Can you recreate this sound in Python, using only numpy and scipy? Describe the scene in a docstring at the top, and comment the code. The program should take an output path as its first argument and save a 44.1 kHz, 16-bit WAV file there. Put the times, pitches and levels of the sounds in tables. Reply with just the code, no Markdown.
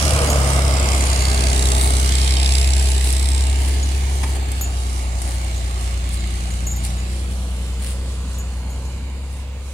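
"""The hum and knock of an idling six-cylinder diesel tractor, heard close by on a forest track. The exhaust
radiates at the firing rate; each firing excites the block, thin metal and a rasp. The listener walks back along
a load of logs: the engine fades and blurs with distance, while wheel, cab and logs hide and uncover its treble.
Shoes brush dry leaves, twigs snap, a small metal piece jingles close by, single clinks of steel ring out, and a
faint whine passes once."""
import sys
import numpy as np
from scipy import signal
from scipy.fft import rfft, irfft, next_fast_len
from scipy.io import wavfile
from scipy.ndimage import uniform_filter1d, map_coordinates

SR = 44100
rng = np.random.default_rng(int(sys.argv[2]) if len(sys.argv) > 2 else 0)


def wav_record(signal):
    """Record a signal, one row per channel, as 16-bit PCM in the file named by sys.argv[1]."""
    frames = np.transpose(np.atleast_2d(signal))
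    bounded = np.clip(frames, -1, 1)
    # unit amplitude maps onto the largest positive 16-bit level
    quanta = np.round(bounded * 32767).astype(np.int16)
    wavfile.write(sys.argv[1], SR, quanta)


N = 429093

# the six cylinders in firing order: (relative burst level [dB])
CYLINDER_DB = [-.4, -4.5, .3, -5.3, -.4, -3.3]


def amp(db):
    """Amplitude ratio of a level in decibels."""
    return 10 ** (np.asarray(db) / 20)


def unit(x):
    """Normalisation to rms 1."""
    return x / np.sqrt(np.mean(x ** 2) + 1e-20)


def along(points, hz):
    """Interpolation of (frequency [Hz], value) points on a logarithmic axis."""
    frequencies, values = np.transpose(points)
    return np.interp(np.log(hz + 1), np.log(frequencies + 1), values)


def curves(rows):
    """Linear interpolation: one value per sample for each column after the time."""
    times, *columns = np.transpose(rows)
    return [np.interp(np.arange(N) / SR, times, column) for column in columns]


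def wobble(rate):
    """Smooth random modulation: a spline through `rate` Gaussian knots a second."""
    knots = rng.standard_normal(int(N * rate / SR) + 4)
    coarse = np.arange(0, N + 64, 64)
    return np.interp(np.arange(N), coarse, map_coordinates(knots, [coarse * rate / SR]))


def filtered(x, response):
    """Linear filtering: the spectrum of x times a frequency response."""
    size = next_fast_len(N + 8192)
    return irfft(rfft(x, size) * response(np.fft.rfftfreq(size, 1 / SR)), size)[..., :N]


def rush(spectrum, drive=1, repeated=0):
    """Source and filter: driven noise, plus any repeated pattern, shaped by a spectrum; stereo, rms 1."""
    # likeness of left and right: (frequency [Hz], coherence [0-1])
    coherence = [(60, 0.74), (150, .995), (350, 0.92), (700, 0.78), (1400, 0.71), (3000, 0.14),
                 (10000, 0.1)]

    def response(hz):
        angle = np.arccos(np.clip(along(coherence, hz), 0, 1)) / 2
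        return amp(along(spectrum, hz)) * np.array([np.cos(angle), np.sin(angle)])
    excitation = rng.standard_normal((2, N)) + np.array([[1], [0]]) * repeated
    mid, side = filtered(drive * excitation, response)
    return unit(np.array([mid + side, mid - side]))


def spreading_db(start_db, fall_db):
    """Spreading loss: the level drops by fall_db at each doubling of the walker's distance."""
    start_m, walk_m_per_s = 2.86, 1.346
    distance_m = start_m + walk_m_per_s * np.arange(N) / SR
    return start_db - fall_db * np.log2(distance_m / start_m)


def scattered(pulses, share):
    """Scattering: a share of the power arrives in pulses; trees spread the rest into an even wash."""
    share = np.clip(share, 0, 1)
    return np.sqrt(share * pulses ** 2 + 1 - share)


def interference(pair, depth_db):
    """Interference of ground and trunk echoes: spectral peaks and hollows drift as the listener walks."""
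    spectra = signal.stft(pair, nperseg=512)[2]
    ripple = uniform_filter1d(rng.standard_normal(spectra.shape[1:]), size=3, axis=0)  # over frequency
    ripple = uniform_filter1d(ripple, size=50, axis=1)  # over time
    return signal.istft(spectra * amp(depth_db * unit(ripple)), nperseg=512)[1][:, :N]


def placed(pair, direct):
    """Time and level cues: the left leads, less so for diffuse sound; the treble favours the right."""
    # bearing of the tractor: (time [s], left lead of fully direct sound [ms])
    bearing = [(0, 0.3), (1.7, 0.57), (4, 0.55), (6.6, 0.53), (7.2, 0.39), (7.7, 0.15), (9.73, 0.12)]
    # stereo balance: (frequency [Hz], left minus right [dB])
    balance = [(60, 0.5), (700, -0.5), (1400, -2), (2800, -5), (4500, -4), (5800, -11.5), (7500, -2),
               (12000, -1)]
    lead = direct * curves(bearing)[0] * SR / 1000
    left = map_coordinates(pair[0], [np.arange(N) + lead], mode="mirror")
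    sides = np.array([[.5], [-.5]])
    return filtered(np.array([left, pair[1]]), lambda hz: amp(along(balance, hz) * sides))


def whine():
    """Frequency modulation: a faint, unsteady tone sags and rises under the engine."""
    # course of the tone: (time [s], frequency [Hz], level [dB])
    glide = [(4.8, 572, -68), (5.05, 566, -51), (5.3, 555, -50), (5.55, 520, -55), (5.8, 535, -51),
             (6.05, 567, -53), (6.3, 575, -70)]
    hz, db = curves(glide)
    t = np.arange(N) / SR
    sounding = (t > glide[0][0]) & (t < glide[-1][0])
    tone = np.sqrt(2) * np.sin(2 * np.pi * np.cumsum(hz) / SR)
    return sounding * amp(db + 1.7 * wobble(8.5)) * tone


def clinks():
    """Damped free vibration: bits of steel, on the tractor or close by, ring one short note at each tap."""
    # taps: (time [s], frequency [Hz], level [dB], t60 [s])
    taps = [(.245, 10020, -29, 0.22), (.298, 10200, -31, 0.13), (1.055, 10750, -23.5, 0.071),
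            (2.367, 3100, -19, 0.041), (2.9, 9950, -26, 0.12), (3.832, 6760, -20, 0.058),
            (6.198, 7150, -32, .07)]
    out, t = np.zeros(N + SR), np.arange(SR // 4) / SR
    attack = 1 - np.exp(-t / 0.00059)
    for start, hz, db, t60 in taps:
        ring = amp(db - 60 * t / t60) * np.sin(2 * np.pi * hz * t)
        out[round(start * SR):][:len(t)] += ring * attack
    return out[:N]


def footsteps():
    """Friction and impact: shoes brush dry leaves and crunch the litter; a firm heel adds a knock."""
    # steps: (peak time [s], level [dB], half length [s], crunch re leaves [dB], heel re leaves [dB])
    steps = [(1.822, -25.5, 0.055, -24, -26), (3.068, -29, 0.042, -20, -8), (3.65, -34, 0.071, -16, -6),
             (4.238, -35, 0.0048, -5, 12.5), (4.275, -39, .05, -8, 0), (4.357, -38, 0.0073, -5, -3),
             (5.294, -37, 0.075, -7, -7.5), (6.135, -35.5, 0.02, -19, -22), (6.852, -28, 0.014, -17, -17),
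             (7.32, -43, 0.026, -4, -16), (7.858, -34, 0.05, -5.5, -22), (7.905, -45, .015, -18, -25),
             (9.345, -48, 0.044, -12, -9)]
    # spectra of leaves, packed litter and a heel on wood and soil: (frequency [Hz], relative level [dB])
    leaves = [(300, -38), (1300, -26), (1900, -15.5), (4500, 3), (6000, -6.5), (9000, 10), (10500, 4),
              (12000, -6), (15800, -11)]
    litter = [(400, -22), (1300, -12), (1850, -2.5), (3000, -2), (4100, -7), (5500, -12), (9000, -26)]
    heel = [(60, -2), (300, 1), (520, -15), (700, -5), (880, 3.5), (1120, -11), (1550, -12), (2230, -7.5),
            (2800, -16), (6000, -16), (10000, -38)]
    t = np.arange(N) / SR
    brush, crunch, thud = np.zeros((3, N))
    for peak, db, length, crunch_db, thud_db in steps:
        spread = length * np.where(t < peak, .7, 1.2)  # the shoe lands faster than the leaves settle
        press = amp(db) * np.exp(-.5 * ((t - peak) / spread) ** 2)
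        brush += press
        crunch += amp(crunch_db) * press
        thud += amp(thud_db) * press
    crackle = amp(4.4 * wobble(700))
    return brush * rush(leaves, crackle) + crunch * rush(litter, crackle) + thud * rush(heel)


def snaps():
    """Brittle fracture: a few twigs and many faint leaf stalks break in brief bursts of noise."""
    # twigs underfoot: (time [s], level [dB], t60 [s])
    twigs = [(3.127, -15, .02), (4.156, -33, .03), (4.2314, -29, .025), (4.279, -32, .015),
             (4.484, -35, .012), (4.5177, -20, 0.026), (5.218, -24, .05), (5.445, -30, .02),
             (6.091, -24, 0.018), (6.132, -29, .02), (6.143, -25, .025), (6.274, -32, .015)]
    # spectrum of a break: (frequency [Hz], relative level [dB])
    fracture = [(500, -30), (2000, -13), (6000, -9), (9000, 11), (11000, 0), (13000, -13), (15800, -16)]
    stalk_span_s, stalk_db, stalk_range_db, stalk_t60 = (3, 8.6), -36.5, 21, .01
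    stalks = [(np.interp(when, [0, 1], stalk_span_s), stalk_db - stalk_range_db * faintness, stalk_t60)
              for when, faintness in rng.random((60, 2))]
    envelope, t = np.zeros(N + SR), np.arange(SR // 10) / SR
    for start, db, t60 in twigs + stalks:
        envelope[round(start * SR):][:len(t)] += amp(db - 60 * t / t60)
    return envelope[:N] * rush(fracture)


def jingles():
    """Modal vibration: each touch clicks and rings two clusters of modes, which rattling broadens."""
    # touches: (time [s], level [dB], upper cluster re lower [dB], ring length [ratio])
    touches = [(.272, -34, -13, 0.81), (.298, -29.5, -1, 0.64), (2.22, -40, -22, 1.6),
               (4.611, -29.5, 6, 0.68), (4.632, -37, -6, .8), (4.97, -52, -10, .8), (5.56, -46, -6, 1),
               (6.51, -41, -10, 0.55), (6.666, -28, -9, 1), (6.713, -32, -10, 0.84), (6.761, -38, -2, 0.7),
               (6.98, -46, -14, .8), (8.345, -45, -18, 0.62), (8.384, -38, -1, 0.55),
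               (8.397, -40.5, -4, 0.55), (8.701, -46, -6, 1), (8.85, -50, -8, 1.1)]
    # modes of the small metal piece: (frequency [Hz], relative level [dB], base t60 [s])
    modes = [(6510, -7.5, 0.21), (6560, 5.5, 0.11), (6970, 5.5, 0.28), (7200, -3, 0.15), (7280, -5, 0.57),
             (7700, -12, 0.12), (12640, 1.5, 0.14), (12820, -1, .13), (13000, -11, .16), (14100, -14, .2),
             (14770, -23, .12)]
    click_db, click_t60, relative_linewidth = 2, .006, .002
    out, t = np.zeros(N + SR), np.arange(SR // 2) / SR
    attack = 1 - np.exp(-t / 0.0014)
    for start, db, upper_db, length in touches:
        ring = amp(db + upper_db + click_db - 60 * t / click_t60) * rng.standard_normal(len(t))
        for hz, mode_db, t60 in modes:
            level_db = db + mode_db + (hz > 10000) * upper_db + rng.normal(0, 2)
            phase_step = np.sqrt(2 * np.pi * relative_linewidth * hz / SR)
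            stray = phase_step * np.cumsum(rng.standard_normal(len(t)))
            phase = 2 * np.pi * hz * t + stray + rng.uniform(0, 2 * np.pi)
            ring += amp(level_db - 60 * t / (t60 * length)) * np.sin(phase) * attack
        out[round(start * SR):][:len(t)] += ring
    return out[:N]


def bursts(firings, width, scatter_db):
    """Pulsed excitation of rms 1: a swell per firing, sized by its cylinder; width in firing periods."""
    crank = firings + .52
    stroke, offset = np.floor(crank).astype(int), crank % 1 - .5
    chance = rng.uniform(-1, 1, 1000)
    size = amp(np.array(CYLINDER_DB)[stroke % len(CYLINDER_DB)] + scatter_db * chance[stroke])
    spread = width * np.where(offset < 0, .65, 1)  # rises faster than it dies
    return unit(size / (1 + (offset / spread) ** 2))


def ticks(firings):
    """Directivity: firings ring thin metal; each ring swells and glides as the walker crosses its beam."""
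    # rings: (frequency [Hz], relative level [dB], crossing time [s], half crossing [s], drift [Hz/s])
    rings = [(4800, 2.5, 1.1, .45, -600), (3950, 1, 1.4, .35, -700), (7800, 5, 1, .33, -400),
             (6900, 3, 1.1, .35, -600), (8850, 7, 1.75, .3, -1500), (3700, 4, 2.45, .25, 0),
             (5150, 5, 2.48, .25, 0), (2800, -3, 2.6, .3, 0), (7550, 5.5, 2.7, .25, 0),
             (10000, -.5, 2.7, .4, 0), (3750, -1, 3.2, .3, 0), (5200, -1, 3.3, .3, 0),
             (8300, 5.5, 3.28, .25, 1500)]
    off_beam_db, blur_rad, hardness = -16.5, 2.6, 1.35  # hardness > 1: strong firings tick far harder
    t, ringing = np.arange(N) / SR, np.zeros(N)
    for hz, db, crossing_s, half_s, drift in rings:
        beam = np.exp(-.5 * ((t - crossing_s) / half_s) ** 2) + amp(off_beam_db)
        pitch = hz + drift * np.clip(t - crossing_s, -2 * half_s, 2 * half_s)
        phase = 2 * np.pi * np.cumsum(pitch) / SR + blur_rad * wobble(520)
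        ringing += beam * amp(db + 1.8 * wobble(60)) * np.sin(phase)
    return unit(ringing * bursts(firings, width=0.19, scatter_db=1.5) ** hardness)


def clatter(drive, station):
    """Acoustic shadow: the engine's clatter changes colour as the cab comes to hide it."""
    # clatter in the open and behind the cab: (frequency [Hz], relative level [dB])
    in_view = [(1100, -60), (1500, 2), (1640, 5.5), (1830, -0.5), (2100, 9), (2400, 1.5), (2900, 4.5),
               (3400, -2), (4000, -11.5), (4800, 3), (5300, -2.5), (5900, -6), (6800, -7), (8000, -15),
               (11000, -60)]
    behind_cab = [(1000, -52), (1480, -5), (1650, 1), (1850, 0), (2120, 5), (2450, 3), (2850, 4),
                  (3300, -0.5), (4000, 1), (4750, 0), (5200, -10), (5800, -24.5), (6800, 0.5), (8000, -3),
                  (11000, -62)]
    hidden = np.minimum(station, 1)
    return np.sqrt(1 - hidden) * rush(in_view, drive) + np.sqrt(hidden) * rush(behind_cab, drive)


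def rasp(drive):
    """Amplitude-modulated noise: each firing spits a bright hiss."""
    # spectrum of the hiss: (frequency [Hz], relative level [dB])
    hiss = [(2000, -20), (3200, -3), (5000, -3.5), (6000, -4), (7200, -2.5), (8700, 2), (10000, -1.5),
            (11500, -10), (13500, -16.5), (15800, -41)]
    return rush(hiss, drive)


def block(firings, station):
    """Forced vibration: the block knocks partly alike in every cycle; cab and logs recolour the sound."""
    # the knock at the four stations: (frequency [Hz], relative level [dB])
    beside = [(25, -16), (60, 12.5), (140, 3.5), (250, 0), (350, -2.5), (410, -8), (460, 4.5), (520, 2.5),
              (635, 9), (800, 1), (920, -2), (1200, 3), (1500, -6.5), (2300, -25.5)]
    behind = [(25, -6), (60, 2), (130, -0.5), (190, -4.5), (280, -1), (330, -2), (420, -1), (510, -9),
              (570, -6.5), (645, 0.5), (740, -2.5), (840, -1.5), (960, -6.5), (1080, -9), (1400, -9.5),
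              (2300, -29)]
    by_logs = [(25, -3), (60, 9.5), (130, 2), (190, -1.5), (250, -3), (320, -2), (380, -1), (450, -11),
               (550, -4.5), (630, -4), (780, -1), (950, -12), (1150, -6), (1400, -9), (2300, -31.5)]
    far_behind = [(25, 6), (60, 10), (130, 8.5), (200, 4), (260, 6), (340, -4), (400, -1.5), (460, -0.5),
                  (540, 2.5), (720, -6), (1000, -2.5), (1250, -11.5), (1500, -9), (2300, -28)]
    pattern = rng.standard_normal(2048)
    pattern -= pattern.mean()
    cycle = firings / len(CYLINDER_DB) % 1
    repeated = 0.37 * np.interp(cycle * len(pattern), np.arange(len(pattern)), pattern)
    thump = scattered(bursts(firings, width=0.32, scatter_db=13), share=0.053)
    out = np.zeros((2, N))
    for place, spectrum in enumerate([beside, behind, by_logs, far_behind]):
        power_share = np.clip(1 - abs(station - place), 0, 1)
        out += np.sqrt(power_share) * rush(spectrum, thump, repeated)
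    return amp(0.5 * station) * out  # far off, the bass carries best


def exhaust(firings, station):
    """Harmonic series: the silencer passes three firing harmonics; a weak cylinder adds a throb."""
    # the hum: (time [s], firing tone [dB], octave [dB], other orders [dB])
    hum_levels = [(0, -17, -32, -35), (.5, -16.5, -24, -37.5), (1, -16, -35, -38), (1.6, -15.5, -31.5, -34),
                  (2.8, -14, -37, -39), (3.17, -16.5, -37, -40.5), (3.35, -15, -49, -38.5),
                  (4.2, -18.3, -39, -39), (4.6, -20.5, -49, -40.5), (5.6, -21, -43.5, -39),
                  (6.9, -21.5, -36, -40), (7.15, -22, -43.5, -45), (8.7, -24, -43.5, -43),
                  (9.73, -28.5, -52, -52)]
    # third harmonic: (time [s], level [dB])
    third_levels = [(0, -47), (.7, -39.5), (1.4, -49), (2.8, -45.5), (3.7, -50), (4.3, -59), (5.5, -57),
                    (6.2, -42), (6.75, -37.5), (7.2, -41), (7.8, -42), (8.7, -50), (9.2, -59), (9.73, -62)]
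    # engine orders; 6 is the firing tone, fractional ones are belt-driven:
    # (order [per four-stroke cycle], relative level beside [dB], behind [dB], by logs [dB], far [dB])
    orders = [(3, -11, -17, -19, -21), (4, -6, -3, -6, -9), (5, -19, -7, -8, -9), (7, -2, -4, -4.5, -.5),
              (8, -8, -4, -7, -2), (9, -1, -.5, 4, 2), (10, -3, -10.5, -4, -10), (11, -8, -9.5, -11, -8),
              (14, -12, -14, -16, -11), (15, -8, -8, -13, -11), (16, -14, -13, -10, -8),
              (16.5, -18, -20, -13, -8), (19, -16, -18, -13, -6.5), (20, -18, -24, -14, -12),
              (21.75, -12, -13, -18, -24), (24, -12, -10, -18, -25), (25.4, -12, -16, -16, -18),
              (28, -12, -13, -24, -26), (30, -12, -14, -24, -28), (32, -13, -12, -24, -28),
              (32.9, -12, -18, -11.5, -17), (38, -14, -5, -19, -24), (44, -22, -22, -22, -15)]
    lead_strokes, weak_stroke = .18, 2
    tone_db, octave_db, throb_db = curves(hum_levels)
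    strokes = firings + lead_strokes
    phase = 2 * np.pi * strokes
    echo_lag = np.pi / 2 * np.minimum(station, 2)  # the ground echo delays the octave
    tone = amp(tone_db + 0.21 * wobble(7.6)) * np.cos(phase)
    octave = amp(octave_db) * np.cos(2 * phase - echo_lag)
    third = amp(curves(third_levels)[0] + wobble(5)) * np.cos(3 * phase)
    cycles = (strokes - weak_stroke) / len(CYLINDER_DB)
    throb = np.zeros(N)
    for order, *station_db in orders:
        dips = order > 4 and order % 3 > 0  # inverted to dip on the weak stroke
        drifts = order > 12
        shift = np.pi * dips + drifts * (rng.uniform(0, 2 * np.pi) + 0.34 * wobble(4))
        db = np.interp(station, np.arange(len(station_db)), station_db)
        flicker_db = (0.6 + 2.3 * drifts) * wobble(3.09)
        throb += amp(db + flicker_db) * np.cos(2 * np.pi * order * cycles + shift)
    return np.sqrt(2) * (tone + octave + third + amp(throb_db) * throb)


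def tractor():
    """Synchronous excitation: one crankshaft times every engine layer, and all fade with distance."""
    # idle speed: (time [s], firing rate [Hz])
    idle = [(0.0, 74.34), (0.43, 69.08), (1.12, 65.38), (1.71, 63.94), (2.82, 66.0), (3.07, 63.78),
            (3.25, 66.27), (4.24, 67.16), (4.79, 62.66), (5.8, 60.44), (6.92, 60.14), (7.17, 63.38),
            (7.6, 61.63), (8.08, 63.38), (8.62, 62.3), (9.21, 66.96), (9.73, 66.62)]
    # the walk: (time [s], station [0 beside, 1 behind, 2 by the logs, 3 far behind], knock shading [dB])
    walk = [(0, 0.068, -1.5), (.27, 0.023, 3), (.6, 0.18, 1), (1.15, 0.48, 0.3), (1.75, 0.86, 1),
            (2.25, .95, 0), (2.7, 0.95, -1.5), (3.6, 1.3, -0.8), (4.2, 1.4, 0.1), (4.8, 1.77, 0),
            (6.8, 2.14, 2.3), (7.5, 2.9, 2), (9.73, 2.9, 1.2)]
    # screening by wheel, cab and logs: (time [s], clatter and ticks [dB], rasp [dB], sharpness [0-1])
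    screening = [(0, -1, 2, 0.8), (.6, -1.2, -0.5, 0.54), (1.1, 2.5, 2.5, 0.43), (1.75, 2, 7, 0.85),
                 (2.1, 4, 5.5, 0.66), (2.5, 4, 6.5, 0.68), (2.9, 2.5, 5.5, 0.65), (3.35, 1.5, 6, 0.74),
                 (4.1, 1, 0.5, 0.26), (5, 0, 0.5, 0.27), (6.4, 2.3, 2.5, 0.5), (7.5, -0.5, 1.5, 0.04),
                 (8.3, -1, 0, 0.14), (9.1, -2, -3.5, 0.2), (9.73, -3, -5.5, 0)]
    firings = np.cumsum(curves(idle)[0]) / SR
    station, shade_db = curves(walk)
    treble_db, top_db, sharpness = curves(screening)
    knock = amp(spreading_db(-22.5, fall_db=8) + shade_db) * block(firings, station)
    spit = bursts(firings, width=0.19, scatter_db=2.2)
    clattering = clatter(scattered(spit, share=0.33 * sharpness), station)
    clatter_db = spreading_db(-27, fall_db=7) + treble_db + .5 * wobble(11)
    rasp_db = spreading_db(-27.5, fall_db=7.5) + top_db + 1.8 * wobble(9.6)
    rasping = rasp(scattered(spit, share=0.69 * sharpness))
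    ticking = amp(spreading_db(-27, fall_db=6) + treble_db) * sharpness * ticks(firings)
    low = exhaust(firings, station) + interference(knock, depth_db=1.46)
    high = interference(amp(clatter_db) * clattering + amp(rasp_db) * rasping, depth_db=2) + ticking
    return placed(low, direct=0.57) + placed(high, direct=0.8896)


def scene():
    """Superposition of the tractor and the walker's own small sounds close by."""
    slightly_left = amp([[0.5], [-0.5]])
    return tractor() + whine() + clinks() + footsteps() + snaps() + jingles() * slightly_left


def record(dry):
    """Band limiting: an ideal low-pass filter removes the highest treble."""
    return filtered(dry, lambda hz: hz < 15800)


dry = scene()
out = record(dry)
wav_record(out)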